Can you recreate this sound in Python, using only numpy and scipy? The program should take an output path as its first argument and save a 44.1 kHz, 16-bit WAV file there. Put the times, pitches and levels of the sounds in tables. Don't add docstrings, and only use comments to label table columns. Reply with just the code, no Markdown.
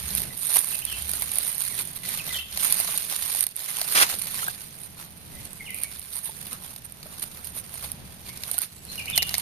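import sys
import numpy as np
from scipy import signal
from scipy.fft import rfft, irfft, next_fast_len
from scipy.io import wavfile
from scipy.ndimage import uniform_filter1d, map_coordinates

SR = 44100
rng = np.random.default_rng(int(sys.argv[2]) if len(sys.argv) > 2 else 0)


def dump_mix(stems):
    frames = np.atleast_2d(stems).T
    limited = np.clip(frames, -1, 1)
    pcm = np.round(limited * 32767).astype(np.int16)
    wavfile.write(sys.argv[1], SR, pcm)


N = 414981

# (time [s], leaf crackle* [dB], crumbling soil* [dB])
RUMMAGE = [(0, -36.5, -45), (.33, -55, -66), (.9, -41, -47.5), (1.2, -33.5, -44.5), (1.45, -31.5, -44),
           (1.77, -34, -45.5), (1.95, -46.5, -55.5), (2.25, -53, -60), (2.49, -61, -53.5),
           (2.6, -31, -39.5), (2.9, -32, -40.5), (3.07, -36, -44.5), (3.404, -30, -40.5),
           (3.417, -31, -45.5), (3.47, -47, -57), (3.544, -55, -60.5), (3.574, -38, -47), (3.89, -36, -43),
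           (4.07, -49, -39), (4.17, -35.5, -47), (4.39, -39, -44), (4.71, -49.5, -57), (5.15, -55.5, -65),
           (5.7, -48.5, -58), (5.87, -46.5, -55.5), (6.42, -45, -55), (6.88, -61, -62.5), (7.2, -47, -57.5),
           (7.63, -61, -60), (8.01, -54.5, -63), (8.4, -56, -54), (8.75, -65, -60.5), (9.05, -64, -55),
           (9.41, -53, -43.5)]
# (peak time [s], rise [s], fall [s], leaf crackle* [dB], crumbling soil* [dB], dull earth [dB])
SCOOPS = [(.15, 0.088, 0.14, -35, -43, -56), (.51, 0.035, 0.17, -32, -43.5, -45),
          (.59, 0.21, 0.053, -25.5, -41, -47), (.688, 0.037, 0.11, -29.5, -43.5, -50),
          (1.008, 0.14, 0.16, -50, -56, -55), (1.792, 0.025, 0.036, -32.5, -42, -46),
          (1.97, 0.015, 0.0077, -35, -49, -51), (2.133, 0.11, 0.076, -36, -41, -49),
          (2.349, 0.17, 0.074, -52, -42.5, -47.5), (2.662, 0.039, 0.031, -26, -37.5, -38),
          (3.125, 0.02, 0.03, -40, -40, -41), (3.785, 0.06, 0.029, -51, -44, -43),
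          (4.03, 0.13, 0.0091, -25, -37, -37), (4.133, 0.084, 0.021, -39, -42, -42),
          (4.378, 0.0082, 0.086, -35.5, -44.5, -52), (4.837, 0.06, 0.033, -44.5, -62, -59),
          (4.987, 0.027, 0.1, -57, -54, -50.5), (5.354, 0.19, 0.049, -49.5, -60, -61),
          (5.464, 0.13, 0.012, -62, -56, -64), (5.757, 0.022, 0.078, -37, -56, -57),
          (5.841, .015, 0.01, -48, -47.5, -57), (6.19, 0.1, 0.016, -36.5, -50, -54.5),
          (6.26, 0.045, 0.042, -36.5, -54, -52.5), (6.463, 0.019, 0.035, -48, -54.5, -58),
          (6.523, 0.013, 0.042, -44, -49.5, -45), (6.653, 0.051, 0.12, -45, -55.5, -53),
          (6.851, 0.0075, 0.015, -35.5, -53, -51), (7.06, 0.062, 0.52, -63, -61, -56),
          (7.238, 0.023, 0.006, -35.5, -45, -48), (7.38, 0.018, .06, -47, -61, -53.5),
          (7.455, 0.02, 0.064, -39.5, -53, -57), (7.573, 0.029, 0.038, -36, -50, -53),
          (7.832, 0.14, 0.096, -40.5, -50, -51.5), (8.299, 0.053, 0.0055, -59, -52, -51),
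          (8.333, 0.0087, .013, -48, -56, -60), (8.523, 0.082, 0.03, -37.5, -48.5, -48),
          (8.642, 0.095, 0.022, -35.5, -46, -50), (8.968, 0.091, 0.086, -44.5, -51.5, -63),
          (9.115, 0.04, 0.015, -48, -50, -54), (9.16, 0.0029, 0.025, -27.5, -43, -60),
          (9.277, 0.018, 0.14, -38.5, -59, -50)]
EARTH_AT_DB, EARTH_DB_PER_SOIL_DB = -57, 1.06
# (frequency [Hz], relative level [dB])
LEAF_COLOUR = [(4000, -15.5), (6500, -56), (8000, 4.5), (11000, 3.5), (15000, -7)]
SOIL_COLOUR = [(600, -24), (1400, -7.5), (2100, -2.5), (3200, -3.5), (4200, 0), (5200, -5), (6500, -4.5),
               (9000, -11.5)]
EARTH_COLOUR = [(100, -15), (300, -2), (700, 4.5), (1300, 5.5), (2500, -9)]
# (peak time [s], level [dB])
PULLS = [(3.976, -18.5), (4.021, -17.5)]
PULL_10DB_S, PULL_BEND = 0.025, 2.6
# (frequency [Hz], relative level [dB])
SLAB_COLOUR = [(80, -17), (200, -11), (800, 2), (1500, 10), (2500, 7.5), (6000, 3), (8000, -4.5),
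               (14000, -12.5)]
# (time [s], level* [dB], twig part re level [dB], wood part* re level [dB])
CRACKS = [(0.15, 5, -29, -35), (0.2173, -4, -15, -42), (0.557, 4, -21, -29), (0.589, 6, -38, -33),
          (0.7528, -8, -8, -29), (0.851, -1, -16, -43), (1.0086, -19, -27, -18), (1.0215, -6, -22, -38),
          (1.092, -4.5, -25, -38), (1.114, -3, -20, -43), (1.134, -3, -14, -28), (1.196, -7, -24, -38),
          (1.2207, -8.5, -10, -13), (1.317, -5, -27, -33), (1.337, -7, -27, -38), (1.3557, -1, -25, -30),
          (1.384, 5, -16, -32), (1.448, -8, -25, -35), (1.477, -5, -28, -35), (1.58, -1, -39, -48),
          (1.6193, -1, -26, -45), (1.873, -11, -22, -28), (1.9555, -19, -10, -34), (1.9714, -16, -10, -30),
          (2.1732, -17, -2, -14), (2.276, -12, -19, -24), (2.573, -10.5, 0, -16.5),
          (2.7232, 10.5, -17, -51), (2.7317, -10, -6, -40), (2.7418, -2, -17, -34), (2.8, 2, -22, -20.5),
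          (2.867, -17, -10, -33), (2.9747, 5, -37, -47), (3.348, -8, -12, -17), (3.393, -6, -22, -43),
          (3.4068, 7.5, -19, -50), (3.4381, -0.5, -13, -33), (3.466, 0, -13, -29), (3.4884, -18, -16, -39),
          (3.558, -10, -29, -49), (3.5637, -2, -27, -49), (3.814, -7, -0.5, -18), (4.1118, -16, -10, -14),
          (4.192, -9, -14, -36), (4.219, -4, -12, -48), (4.2695, -18, 0, -12), (4.4787, -28, -9, 1),
          (5.0255, -38, -2, -16), (5.4512, -13, -23, -34), (5.5307, -13, -19, -33), (5.704, -13, -19, -30),
          (5.744, -8, -21, -32), (5.834, 2, -24, -52), (5.994, -10, -22, -31), (6.0155, -26, 0, -29),
          (6.166, -7, -21, -28), (6.5103, -21, -7, -37), (6.529, -7.5, -13, -27), (6.761, -18.5, -5.5, -16),
          (6.8973, -24, -16, -21), (6.9214, -14, -26, -29), (7.0287, -28, 5, -24), (7.2265, -10, -12, -34),
          (7.371, -28, -3, -13), (7.444, -11, -31, -40), (7.5652, -18, -23, -16), (7.74, -15, -18, -18),
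          (7.9168, -4, -20.5, -33), (8.2903, -26.5, 5, -14), (8.3725, -15.5, -9, -29),
          (8.4347, -16, 4.5, -20), (8.5132, -3, -15.5, -22), (8.5805, 0, -24, -27), (8.586, 2, -19, -44),
          (8.6167, -4, -21, -27), (8.85, -16, -27, -30), (9.0566, -17.5, -3, -21), (9.099, -9, -10, -36),
          (9.1761, 1.5, 2.5, -17.5), (9.2217, -8, 1.5, -38), (9.2264, -10.5, 7.5, -22),
          (9.292, -14, 3, -28), (9.3407, -11.5, 8.5, -12.5), (9.35, -16, 7, -26), (9.3806, 2, -17, -36)]
# (frequency [Hz], gain [dB])
TWIG_COLOUR = [(600, -23), (1400, -19.5), (2100, -3.5), (3200, -12), (4200, 0), (5200, -4.5), (6500, -8.5),
               (9000, -22.5)]
WOOD_COLOUR = [(100, -3), (400, -15), (700, 3), (1100, -8), (2500, -9.5)]
# (time [s], pitch [Hz], level [dB], t60 [s])
KNOCKS = [(4.34, 1100, -35, 0.013), (4.427, 1360, -24.5, 0.036), (4.472, 1570, -28, 0.018),
          (4.481, 1600, -21.5, 0.029), (6.292, 890, -33.5, 0.029), (7.058, 625, -40.5, 0.043),
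          (8.543, 715, -35, 0.05), (8.58, 1450, -29, .04)]
# (start [s], length [s], first pitch [Hz],
# last pitch [Hz], gliding share of the tone [0-1], level [dB], echo re direct sound [dB])
TONES = [(0.295, 0.043, 2040, 2000, .9, -46.5, -10), (0.713, 0.031, 3100, 2460, 0.83, -42.5, 8),
         (0.816, .022, 2410, 3050, .7, -40, 4), (0.863, 0.049, 3550, 3050, 0.54, -40.5, 7),
         (0.914, 0.049, 3120, 2720, 0.32, -41, -2), (1.703, 0.045, 2253, 1880, 0.85, -46, 2),
         (2.019, 0.054, 2014, 2015, 0.8, -45, -5), (2.186, 0.03, 3300, 2560, 0.66, -33, -7),
         (2.293, 0.029, 2050, 1990, .9, -39, -1), (2.328, 0.052, 3730, 3066, 0.49, -34, 5),
         (2.34, .032, 2050, 1930, 0.86, -43, -7), (2.383, .018, 2650, 2780, 0.79, -29, -2),
         (5.334, 0.049, 1970, 2120, 0.97, -53, 5), (5.282, 0.31, 7960, 7760, 1, -58, 6),
         (5.597, 0.021, 2280, 2070, 0.68, -37.5, -2), (5.653, 0.064, 3100, 2026, 0.73, -39, 3),
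         (5.677, 0.027, 3250, 2680, 1, -49, 8), (5.727, 0.029, 1980, 2430, 0.89, -42, -1),
         (5.761, 0.048, 2480, 2360, .9, -47.5, 4), (5.826, 0.04, 2150, 2250, .8, -43, -5),
         (8.251, 0.078, 2350, 2220, 0.73, -52, 1), (8.66, 0.21, 7900, 7820, 1, -56, 5),
         (8.879, 0.032, 4350, 4130, .7, -44, 9), (8.977, 0.031, 2950, 2290, 1, -30.5, 1),
         (9.072, 0.018, 2080, 2970, 0.88, -32.5, 5.5), (9.096, 0.036, 2555, 2340, 0.98, -42, 6),
         (9.126, 0.022, 3630, 3470, 0.5, -31, 3), (9.144, .026, 3340, 3040, 0.46, -30, 3),
         (9.166, .056, 3180, 2860, 0.328, -29.5, -2)]
# (time [s], rumble level* [dB], drone level* [dB])
FAR_LEVELS = [(0, -51, -37.5), (.25, -47.5, -51), (.55, -56.5, -81), (1.02, -49.5, -42.5),
              (1.3, -52.5, -50), (2.1, -52, -68), (2.4, -52.5, -46), (2.75, -49, -56.5), (3.45, -56.5, -56),
              (3.52, -59, -82), (4.15, -50.5, -55.5), (5.1, -56.5, -64), (5.4, -53, -45.5),
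              (5.62, -52, -65), (5.9, -52.5, -51.5), (6.6, -53, -59), (8.05, -52, -47), (8.6, -52, -59.5),
              (9.41, -48.5, -46.5)]
# (frequency [Hz], relative level [dB])
AIR_COLOUR = [(20, -5.5), (40, -14.5), (110, -0.5), (180, -0.5), (300, -12.5), (800, -15), (1300, -21),
              (2500, -19), (6500, -26), (9000, -66)]
DRONE_COLOUR = [(40, -38), (58, -2.5), (74, -0.5), (90, -5.5), (120, -43)]
# (frequency [Hz], correlation [0-1])
AIR_ALIKE = [(60, 0.57), (200, 0.74), (500, 0.26), (1500, 0.03)]
# (frequency [Hz], gain [dB])
LEFT_PORT = [(400, 2.5), (1200, 2), (6800, 0.5), (7600, 0), (8200, -38), (8700, 3), (9400, -3), (12000, 7),
             (14200, 5)]
RIGHT_PORT = [(6800, 1.7), (7600, 0.55), (8200, 0.59), (8650, 13.3), (9250, 20.9), (10100, 15.3),
              (11100, 12.8), (12100, 18.4), (13300, 12.4), (14200, 4.9)]
PORT_LAG_SAMPLES = 13
TOP_HZ = 14400


def amp(db):
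    return 10 ** (np.asarray(db) / 20)


def unit(x):
    return x / np.sqrt(np.mean(x ** 2) + 1e-20)


def along(points, hz):
    f, v = np.transpose(points)
    return np.interp(np.log(hz + 1), np.log(f + 1), v)


def curves(rows):
    s, *cols = np.transpose(rows)
    return [np.interp(np.arange(N) / SR, s, c) for c in cols]


def wobble(knots_per_s):
    knots = rng.standard_normal(int(N * knots_per_s / SR) + 4)
    return map_coordinates(knots, [np.arange(N) * knots_per_s / SR])


def filtered(x, response):
    m = next_fast_len(N + 8192)
    return irfft(rfft(x, m) * response(np.fft.rfftfreq(m, 1 / SR)), m)[..., :N]


def causal(points, size=2048):
    gain = amp(along(points, np.fft.rfftfreq(size, 1 / SR)))
    cepstrum = irfft(np.log(gain), size)
    cepstrum[1:size // 2] *= 2
    cepstrum[size // 2 + 1:] = 0
    return irfft(np.exp(rfft(cepstrum)), size)[:size // 2]


def noise(spectrum, alike, lag_s=0, patchy_db=0):
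    z = signal.stft(rng.standard_normal((2, N)), nperseg=256)[2]
    field = uniform_filter1d(rng.standard_normal(z.shape[1:]), size=3, axis=0)
    field = uniform_filter1d(field, size=6, axis=1)
    pair = signal.istft(z * amp(patchy_db * unit(field)), nperseg=256)[1][:, :N]

    def mid_side_gains(hz):
        angle = np.arccos(np.clip(along(alike, hz), 0, 1)) / 2
        return amp(along(spectrum, hz)) * [np.cos(angle), np.sin(angle)]

    mid, side = filtered(pair, mid_side_gains)
    return unit(np.array([mid + side, np.roll(mid - side, round(lag_s * SR))]))


def bursts(spikes, t60_s):
    return signal.lfilter([1], [1, -amp(-60 / (t60_s * SR))], spikes)


def grains(rate_per_s, spread_db, t60_s, bed):
    sizes = amp(spread_db * rng.exponential(size=N).clip(0, 3.2))
    ticks = (rng.random(N) < rate_per_s / SR) * sizes
    return unit(unit(bursts(ticks, t60_s)) + bed)


def swells(peak_s, rise_s, fall_s, db, bend):
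    power, t = np.full(N, 1e-14), np.arange(N) / SR
    for s, rise, fall, level in np.broadcast(peak_s, rise_s, fall_s, db):
        near = slice(max(0, round((s - 5 * rise) * SR)), round((s + 5 * fall) * SR))
        away = np.abs(t[near] - s) / np.where(t[near] < s, rise, fall)
        power[near] += amp(level - 10 * away ** bend) ** 2
    return 10 * np.log10(power)


def effort():
    s, rise, fall, *peaks = np.transpose(SCOOPS)
    leaf_db, soil_db = curves(RUMMAGE)
    earth_db = EARTH_AT_DB + EARTH_DB_PER_SOIL_DB * (soil_db + 51.0)
    levels_db = []
    for bed_db, peak_db in zip((leaf_db, soil_db, earth_db), peaks):
        scoop_db = swells(s, rise, fall, peak_db, bend=2.22)
        levels_db.append(10 * np.log10(amp(bed_db) ** 2 + amp(scoop_db) ** 2))
    return levels_db


def digging():
    leaf_trim_db, soil_trim_db = -9.5, 6.0
    leaf_db, soil_db, earth_db = effort()
    leaf = noise(LEAF_COLOUR, [(8000, 0.071)], lag_s=.0003, patchy_db=2.5)
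    soil = noise(SOIL_COLOUR, [(1500, 0.071), (6000, 0.021)], lag_s=.0003, patchy_db=2.5)
    earth = noise(EARTH_COLOUR, [(300, 0.97), (1400, 0.35)], lag_s=0.00025, patchy_db=3.5)
    clumps = grains(rate_per_s=50, spread_db=2.5, t60_s=.07, bed=2.6)
    ticks = grains(rate_per_s=330, spread_db=3.4, t60_s=.007, bed=1.1)
    crumbs = grains(rate_per_s=300, spread_db=3, t60_s=.012, bed=1.3)
    crackle = amp(leaf_db + leaf_trim_db) * ticks * leaf
    patter = amp(soil_db + soil_trim_db) * unit(ticks + crumbs) * soil
    thud = amp(earth_db) * unit(crumbs + 0.26 * ticks) * earth
    return clumps * (crackle + patter + thud)


def tear():
    fibres = grains(rate_per_s=900, spread_db=2, t60_s=.006, bed=1.5)
    s, db = np.transpose(PULLS)
    pull_db = swells(s, PULL_10DB_S, PULL_10DB_S, db, bend=PULL_BEND)
    return amp(pull_db) * fibres * noise(SLAB_COLOUR, [(1500, 0.83), (9000, 0.18)], lag_s=.00032)


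def cracks():
    bright_trim_db, wood_trim_db = -18.0, 7.0
    t = np.arange(SR // 20) / SR
    snaps = np.sign(rng.standard_normal((len(CRACKS), 3, 2, len(t))))
    snaps[:, 1:, 1] = 0.079 * snaps[:, 1:, 0] + 0.85 * snaps[:, 1:, 1]
    snaps *= np.clip(t / 0.0018, .15, 1) ** 1.65
    snaps[..., 40] = 5.2
    parts = np.zeros((3, 2, N + SR))
    for (s, db, twig_db, wood_db), snap in zip(CRACKS, snaps):
        t60_s = 0.0082 * amp(0.16 * (twig_db + 28.0))
        part_t60_s = t60_s * np.array([[1], [1.3], [2.2]])
        part_db = np.array([[db + bright_trim_db], [db + twig_db], [db + wood_db + wood_trim_db]])
        fall = amp(part_db - 60 * t / part_t60_s)
        for port, lag in enumerate((0, PORT_LAG_SAMPLES)):
            parts[:, port, round(s * SR) + lag:][:, :len(t)] += fall * snap[:, port]
    colours = np.array([causal(c) for c in (LEAF_COLOUR, TWIG_COLOUR, WOOD_COLOUR)])
    return signal.fftconvolve(parts, colours[:, None], axes=2)[..., :N].sum(0)


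def knocks():
    out, t = np.zeros(N + SR), np.arange(SR // 10) / SR
    blows = rng.standard_normal((len(KNOCKS), len(t))) * amp(-60 * t / 0.017)
    for (s, hz, db, t60_s), blow in zip(KNOCKS, blows):
        tones = np.sin(2 * np.pi * hz * t) + 0.2 * np.sin(2 * np.pi * 2.11 * hz * t)
        ring = amp(db - 60 * t / t60_s) * tones
        knock = signal.fftconvolve(ring, blow / np.linalg.norm(blow))
        out[round(s * SR):][:len(t)] += knock[:len(t)]
    return np.array([out[:N], np.roll(out, PORT_LAG_SAMPLES)[:N]])


def bird_and_high_tones():
    song, t = np.zeros((2, N + SR)), np.arange(SR // 2) / SR
    for s, length_s, first_hz, last_hz, share, db, echo_db in TONES:
        u = np.linspace(0, 1, round(length_s * SR))
        glide = .5 + .5 * np.cos(np.pi * np.clip(u / share, 0, 1))
        pitch_hz = last_hz + (first_hz - last_hz) * glide
        knots = 3 + round(length_s / .004)
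        knot_u = np.linspace(0, 1, knots)
        pitch_hz *= 1 + 0.022 * np.interp(u, knot_u, rng.standard_normal(knots))
        waver_db = 3 * np.interp(u, knot_u, rng.standard_normal(knots)) - 3.5 * glide
        sine = np.sin(2 * np.pi * np.cumsum(pitch_hz) / SR)
        tone = amp(db + waver_db) * np.sin(np.pi * u) ** .5 * sine
        fade = (amp(-60 * t / 0.65) + 1.5 * amp(-60 * t / 0.12)) * (1 - np.exp(-t / .007))
        trees = amp(echo_db) * unit(fade * rng.standard_normal((2, len(t)))) / np.sqrt(len(t))
        trees[:, 0] = amp([-1.5, 1.5])
        heard = signal.fftconvolve(tone[None], trees, axes=1)
        song[:, round(s * SR):][:, :heard.shape[1]] += heard
    return song[:, :N]


def far():
    rumble_trim_db, drone_trim_db = 1.5, -4.0
    rumble_db, drone_db = curves(FAR_LEVELS)
    rumble_gain = amp(rumble_db + rumble_trim_db + 2.16 * wobble(5))
    drone_gain = amp(drone_db + drone_trim_db + 1.5 * wobble(1.86))
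    rumble = rumble_gain * noise(AIR_COLOUR, AIR_ALIKE)
    return rumble + drone_gain * noise(DRONE_COLOUR, [(70, 0.9)])


def scene():
    return digging() + tear() + cracks() + knocks() + bird_and_high_tones() + far()


def record(dry):
    x = signal.fftconvolve(dry, [causal(LEFT_PORT), causal(RIGHT_PORT)], axes=1)[:, :N]
    x = x / (1 + np.abs(x / .75) ** 6) ** (1 / 6)
    return filtered(x, lambda hz: hz < TOP_HZ)


dry = scene()
out = record(dry)
dump_mix(out)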